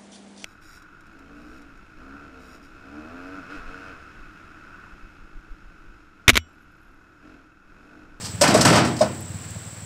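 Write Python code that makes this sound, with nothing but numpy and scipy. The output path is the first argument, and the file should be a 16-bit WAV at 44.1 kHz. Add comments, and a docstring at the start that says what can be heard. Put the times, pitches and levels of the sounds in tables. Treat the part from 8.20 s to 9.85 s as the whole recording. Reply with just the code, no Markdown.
"""A steel ramp section drops onto a loading ramp, bounces, chatters and settles with a hollow knock.
Each impact excites damped vibration: the heavy frame booms, the deck clangs, the contact crashes and
a box beam knocks. Friction grinds grit between the steel faces, and trees scatter the sound back.
Gravel ticks underfoot, a distant diesel engine pulses its exhaust and insects shrill in the open air."""
import sys
import numpy as np
from scipy import signal
from scipy.fft import rfft, irfft
from scipy.io import wavfile

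SR = 44100
rng = np.random.default_rng(int(sys.argv[2]) if len(sys.argv) > 2 else 0)


def transcribe(signal):
    """Save signal, clipped to [-1, 1], as a 16-bit WAV file at the path in sys.argv[1]."""
    frames = np.atleast_2d(signal).T
    limited = np.clip(frames, -1, 1)
    pcm = np.round(limited * 32767).astype(np.int16)
    wavfile.write(sys.argv[1], SR, pcm)


N = 72765
T = np.arange(N) / SR


def undb(db):
    """Amplitude ratio of a level in decibels."""
    return 10 ** (np.asarray(db) / 20)


def unit(x):
    """Normalisation to rms 1."""
    return x / np.sqrt(np.mean(x ** 2) + 1e-18)


def noise():
    """Gaussian white noise."""
    return rng.standard_normal(N)


def colour(x, spectrum):
    """Spectral shaping by a curve (f/Hz, relative level/dB), normalised to rms 1."""
    hz, db = np.array(spectrum, float).T
    f = np.maximum(np.arange(N // 2 + 1) * SR / N, 1)
    gain = undb(np.interp(np.log(f), np.log(hz), db))
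    return unit(irfft(rfft(x) * gain, N))


def fade(start, rise, t60):
    """Exponential damping after a linear rise: the level falls 60 dB in t60 seconds."""
    age = T - start
    attack = np.clip(age / max(rise, 1e-4), 0, 1)
    return attack * np.exp(-np.log(1000) * np.maximum(age - rise, 0) / t60)


def ring(start, hz, rise, t60):
    """Damped oscillation of a single mode."""
    return fade(start, rise, t60) * np.sin(2 * np.pi * hz * (T - start))


def through(x, response):
    """Convolution with an impulse response."""
    return signal.fftconvolve(x, response)[:N]


def flutter(hz):
    """Random modulation: noise of rms 1, low-passed at hz."""
    return colour(noise(), [(1, 0), (hz, 0), (2 * hz, -40), (SR / 2, -200)])


def chatter(contacts_per_s=700, spread_db=0.5, power_share=0.34):
    """Shot noise: random micro-contacts, each ringing briefly, over a smooth wash."""
    hits = (rng.random(N) < contacts_per_s / SR) * rng.choice([-1, 1], N)
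    hits = hits * undb(spread_db * np.clip(noise(), -2, 2))
    contacts = unit(through(hits, noise() * fade(0, 0, t60=0.0053)))
    return np.sqrt(power_share) * contacts + np.sqrt(1 - power_share) * noise()


# spectrum of the open air (f/Hz, relative level/dB)
AIR_SPECTRUM = [(25, -25), (45, -15), (65, -3), (110, 3), (220, 3), (350, -5), (450, -6.5), (600, -4),
                (800, -8), (1600, -7.5), (3000, -13.5), (5700, -14.5), (6600, -18), (10000, -25.5),
                (14000, -32)]
# the recorder's gain on the background hiss (t/s, relative level/dB)
RECORDER_GAIN = [(0, 3), (.2, 3.5), (.9, -0.5), (1.3, 1), (1.65, -1)]


def air(level_db=-43.5):
    """Ambient noise: the hiss ducks under the crashes as the recorder's gain drops along a set curve."""
    gain_db = np.interp(T, *np.array(RECORDER_GAIN, float).T)
    return colour(noise(), AIR_SPECTRUM) * undb(level_db + gain_db)


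# spectrum of the insect chorus (f/Hz, relative level/dB)
INSECT_SPECTRUM = [(6000, -26), (6900, -19.5), (7300, -3.5), (8000, 0.5), (8400, -8), (9000, -19),
                   (10500, -50), (13500, -37), (15000, -18.5), (16000, -26)]


def insects(level_db=-43.5, flutter_db=1.7):
    """Amplitude modulation: the chorus is a shrill band of noise with a fast flutter."""
    return colour(noise(), INSECT_SPECTRUM) * undb(level_db + flutter_db * flutter(hz=78))


# exhaust resonances (f/Hz, level/dB, t60/s)
EXHAUST_MODES = [(106, -29, .11), (160, -31, .06)]


def engine(firing_hz=18.87, weak_db=-0.5, spread_db=2.5, low_cut_hz=73.4):
    """Periodic excitation: uneven firings ring the exhaust, every second one weaker on average."""
    out = np.zeros(N)
    for k, deviation in enumerate(rng.standard_normal(34)):
        start = 0.027 + (k - 1) / firing_hz
        puff = sum(undb(db) * ring(start, hz, rise=0.0082, t60=t60) for hz, db, t60 in EXHAUST_MODES)
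        out += undb(weak_db * (k % 2) + spread_db * deviation) * puff
    return signal.sosfilt(signal.butter(4, low_cut_hz, 'high', fs=SR, output='sos'), out)


# stones ticking underfoot (t/s, level/dB, centre f/Hz)
STONE_CLICKS = [(.878, -56, 11000), (.946, -43, 7600), (.968, -52, 11000), (1.005, -41.5, 11800),
                (1.242, -39, 1800), (1.305, -41, 7900), (1.36, -43, 640)]


def gravel():
    """Impact noise: colliding stones each give a short burst around their own pitch."""
    out = np.zeros(N)
    for start, db, hz in STONE_CLICKS:
        band = [(hz / 8, -40), (hz / 1.8, -20), (hz, 0), (2 * hz, -20), (8 * hz, -40)]
        out += undb(db) * fade(start, rise=0.0027, t60=0.033) * colour(chatter(), band)
    return out


def trees(x, echo_db=-12, corner_hz=2540):
    """Diffuse scattering: ground and trees return a dull, decaying echo."""
    dull_noise = colour(noise(), [(100, 0), (corner_hz, 0), (4 * corner_hz, -14)])
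    response = dull_noise * fade(start=0.012, rise=0.0035, t60=0.59)
    return undb(echo_db) * np.std(x) * unit(through(x, response))


# slides of steel over grit (t/s, level/dB, length/s)
SLIDES = [(0, -36, 0.06), (0.04, -32, 0.045), (0.273, -20, 0.024), (0.406, -14.5, 0.018),
          (.764, -35.5, 0.0094), (0.787, -33, 0.015)]
# spectrum of the grinding grit (f/Hz, relative level/dB)
GRIT_SPECTRUM = [(500, 0), (2000, -1), (3500, -0.5), (5000, 7.5), (6500, 3), (8200, 5.5), (10000, -9),
                 (15500, -18)]


def scrapes():
    """Sliding friction: grit grinds between the faces; longer slides swell and fade more slowly."""
    envelope = sum(undb(db) * fade(start, rise=length / 3, t60=0.082 + 3 * length)
                   for start, db, length in SLIDES)
    return colour(chatter(), GRIT_SPECTRUM) * envelope


# hollow knocks of the box beam (t/s, level/dB, f/Hz)
BEAM_KNOCKS = [(.2115, -7, 573), (.224, -14, 613), (.345, -5.5, 630), (.347, -10, 431), (.361, -10.5, 688),
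               (.807, -4, 619), (.821, -13, 689)]
# spectrum of their rough tail (f/Hz, relative level/dB)
TAIL_SPECTRUM = [(250, -35), (450, -9.5), (640, -0.5), (800, -11.5), (1050, -11), (1500, -22.5),
                 (3000, -60)]


def beam(rise=0.006, t60=0.055, overtone_ratio=1.68, overtone_db=-17, tail_db=-17):
    """Heavy damping: blunt contacts swell a hollow note and one overtone, leaving a noisy tail."""
    notes, tail_energy = np.zeros((2, N))
    for start, db, hz in BEAM_KNOCKS:
        overtone = undb(overtone_db) * ring(start, hz * overtone_ratio, rise, t60)
        notes += undb(db) * (ring(start, hz, rise, t60) + overtone)
        tail_energy += (undb(db + tail_db) * fade(start, 2 * rise, t60=0.23)) ** 2
    return notes + np.sqrt(tail_energy) * colour(noise(), TAIL_SPECTRUM)


# bright modes of the beam's walls (f/Hz, relative level/dB)
WALL_MODES = [(2290, -7), (3714, 1), (4180, -1.5), (4700, 1), (5125, 5.5), (5810, -3), (6584, -3),
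              (8543, 1.5), (10450, -21)]


def beam_walls(gain_db=-27.5, roughness_rad=0.45):
    """Wall resonance: each knock excites brief high modes, roughened by phase modulation."""
    energy = sum((undb(db + gain_db) * fade(start, rise=0.0087, t60=0.067)) ** 2
                 for start, db, _ in BEAM_KNOCKS)
    tones = sum(undb(db) * np.sin(2 * np.pi * hz * T + roughness_rad * flutter(hz=190))
                for hz, db in WALL_MODES)
    return np.sqrt(energy) * tones


# blows of steel on steel (t/s, frame level/dB, deck level/dB, contact level/dB, rise/s)
IMPACTS = [(0.21, -19.5, -21.5, -13.5, 0.0057), (.236, -43, -15.5, -21.5, 0.0016),
           (0.273, -22, -21.5, -33.5, 0.0032), (0.306, -20, -26.5, -27.5, 0.0023),
           (0.339, -19.5, -22.5, -20, 0.006), (0.374, -23.5, -24.5, -25.5, .003),
           (0.408, -50, -29, -36, 0.0015), (0.448, -15, -14, -14.5, 0.0048), (.477, -36, -19, -23, 0.0011),
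           (.498, -18, -24.5, -23, 0.0043), (.525, -21.5, -17, -24.5, 0.0059),
           (.553, -37, -17.5, -21, 0.0032), (.578, -24.5, -25, -26.5, 0.0025),
           (.603, -26.5, -29.5, -54, .003), (0.646, -39, -30, -31.5, 0.0024),
           (.671, -36, -55, -36.5, 0.0034), (0.812, -27, -28.5, -29.5, 0.0035)]
FRAME, DECK, CONTACT = range(3)


def vibration(part, t60):
    """Incoherent addition: a part's amplitude is the root of the blows' summed, decaying energies."""
    energy = sum((undb(levels[part]) * fade(start, rise, t60)) ** 2 for start, *levels, rise in IMPACTS)
    return np.sqrt(energy)


# lasting modes of frame and deck (f/Hz, relative level/dB, t60/s)
RAMP_MODES = [(92.8, -12, 2.4), (127, -2.5, 1.32), (160, -9, 1.3), (210.7, -1, 0.38), (264.6, -4.5, 0.47),
              (318.6, -5, 1.07), (551, -7.5, 0.35), (613, -1, 0.4), (710.4, -3, 0.51), (842, -13.5, 0.88),
              (1028, -22.5, 1.27), (1343, -7.5, 0.39), (1500, -1.5, 0.24), (1789, -17, 0.9),
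              (1980, -17.5, 0.32), (2523, -10.5, 0.23), (3032, -10, 0.19), (4680, -12.5, 0.44),
              (5851, -36, 0.42)]


def ramp_modes(gain_db=-5.5, frame_top_hz=450, wander_rad=1):
    """Modal superposition: frame and deck ring on while the shifting contact nudges their pitch."""
    out = np.zeros(N)
    for hz, db, t60 in RAMP_MODES:
        part = DECK if hz > frame_top_hz else FRAME
        phase = 2 * np.pi * (hz * T + rng.random()) + wander_rad * flutter(hz=10.1)
        out += undb(gain_db + db) * vibration(part, t60) * np.sin(phase)
    return out


# spectrum of the crash at the contact (f/Hz, relative level/dB)
CRASH_SPECTRUM = [(400, -33), (1500, -13), (3200, -7.5), (5000, 0.5), (6500, -3.5), (8200, 0), (9800, -12),
                  (12500, -18), (15500, -26)]


def deck_partials(count=130, gain_db=-9.5, spread_db=6, t60=0.25):
    """Inharmonic plate vibration: each blow excites the same high partials with new random phases."""
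    hz = 2000 + 11000 * rng.random(count)
    crash_db = np.interp(hz, *np.array(CRASH_SPECTRUM, float).T)
    weights = undb(crash_db + spread_db * np.clip(rng.standard_normal(count), -2, 1.5))
    out = np.zeros(N)
    for start, _, _, contact_db, rise in IMPACTS:
        lines = np.zeros(N // 2 + 1, complex)
        lines[(hz * N / SR).astype(int)] = weights * np.exp(2j * np.pi * rng.random(count))
        out += undb(contact_db + gain_db) * fade(start, rise, t60) * unit(irfft(lines, N))
    return out


# spectra of the frame's boom and the deck's clang (f/Hz, relative level/dB)
BOOM_SPECTRUM = [(25, -48), (45, -23), (70, -14), (115, -5), (210, 2), (300, -2), (420, -9), (700, -5),
                 (1500, -80)]
CLANG_SPECTRUM = [(200, -54), (420, -5), (650, -3), (950, -1), (1500, -3), (2400, -7.5), (3400, -12),
                  (6000, -15.5), (15000, -67)]


def ramp():
    """Impact excitation: every blow feeds three broad bands, and the higher ones decay faster."""
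    boom = vibration(FRAME, t60=0.73) * colour(chatter(), BOOM_SPECTRUM)
    clang = vibration(DECK, t60=0.39) * colour(chatter(), CLANG_SPECTRUM)
    crash = vibration(CONTACT, t60=0.15) * colour(chatter(), CRASH_SPECTRUM)
    return boom + clang + crash


def scene():
    """Linear superposition: the steel, its echo and its resonances add to the background, in mono."""
    steel = ramp() + deck_partials() + scrapes()
    foreground = steel + trees(steel) + ramp_modes() + beam() + beam_walls()
    return (foreground + gravel() + engine() + insects() + air())[None]


def record(dry, ceiling=1.12, top_hz=15600):
    """Saturation and band limiting: the microphone rounds the loudest peaks and cuts the top."""
    rounded = ceiling * np.tanh(dry / ceiling)
    return signal.sosfilt(signal.ellip(10, 0.2, 80, top_hz, fs=SR, output="sos"), rounded)


dry = scene()
out = record(dry)
transcribe(out)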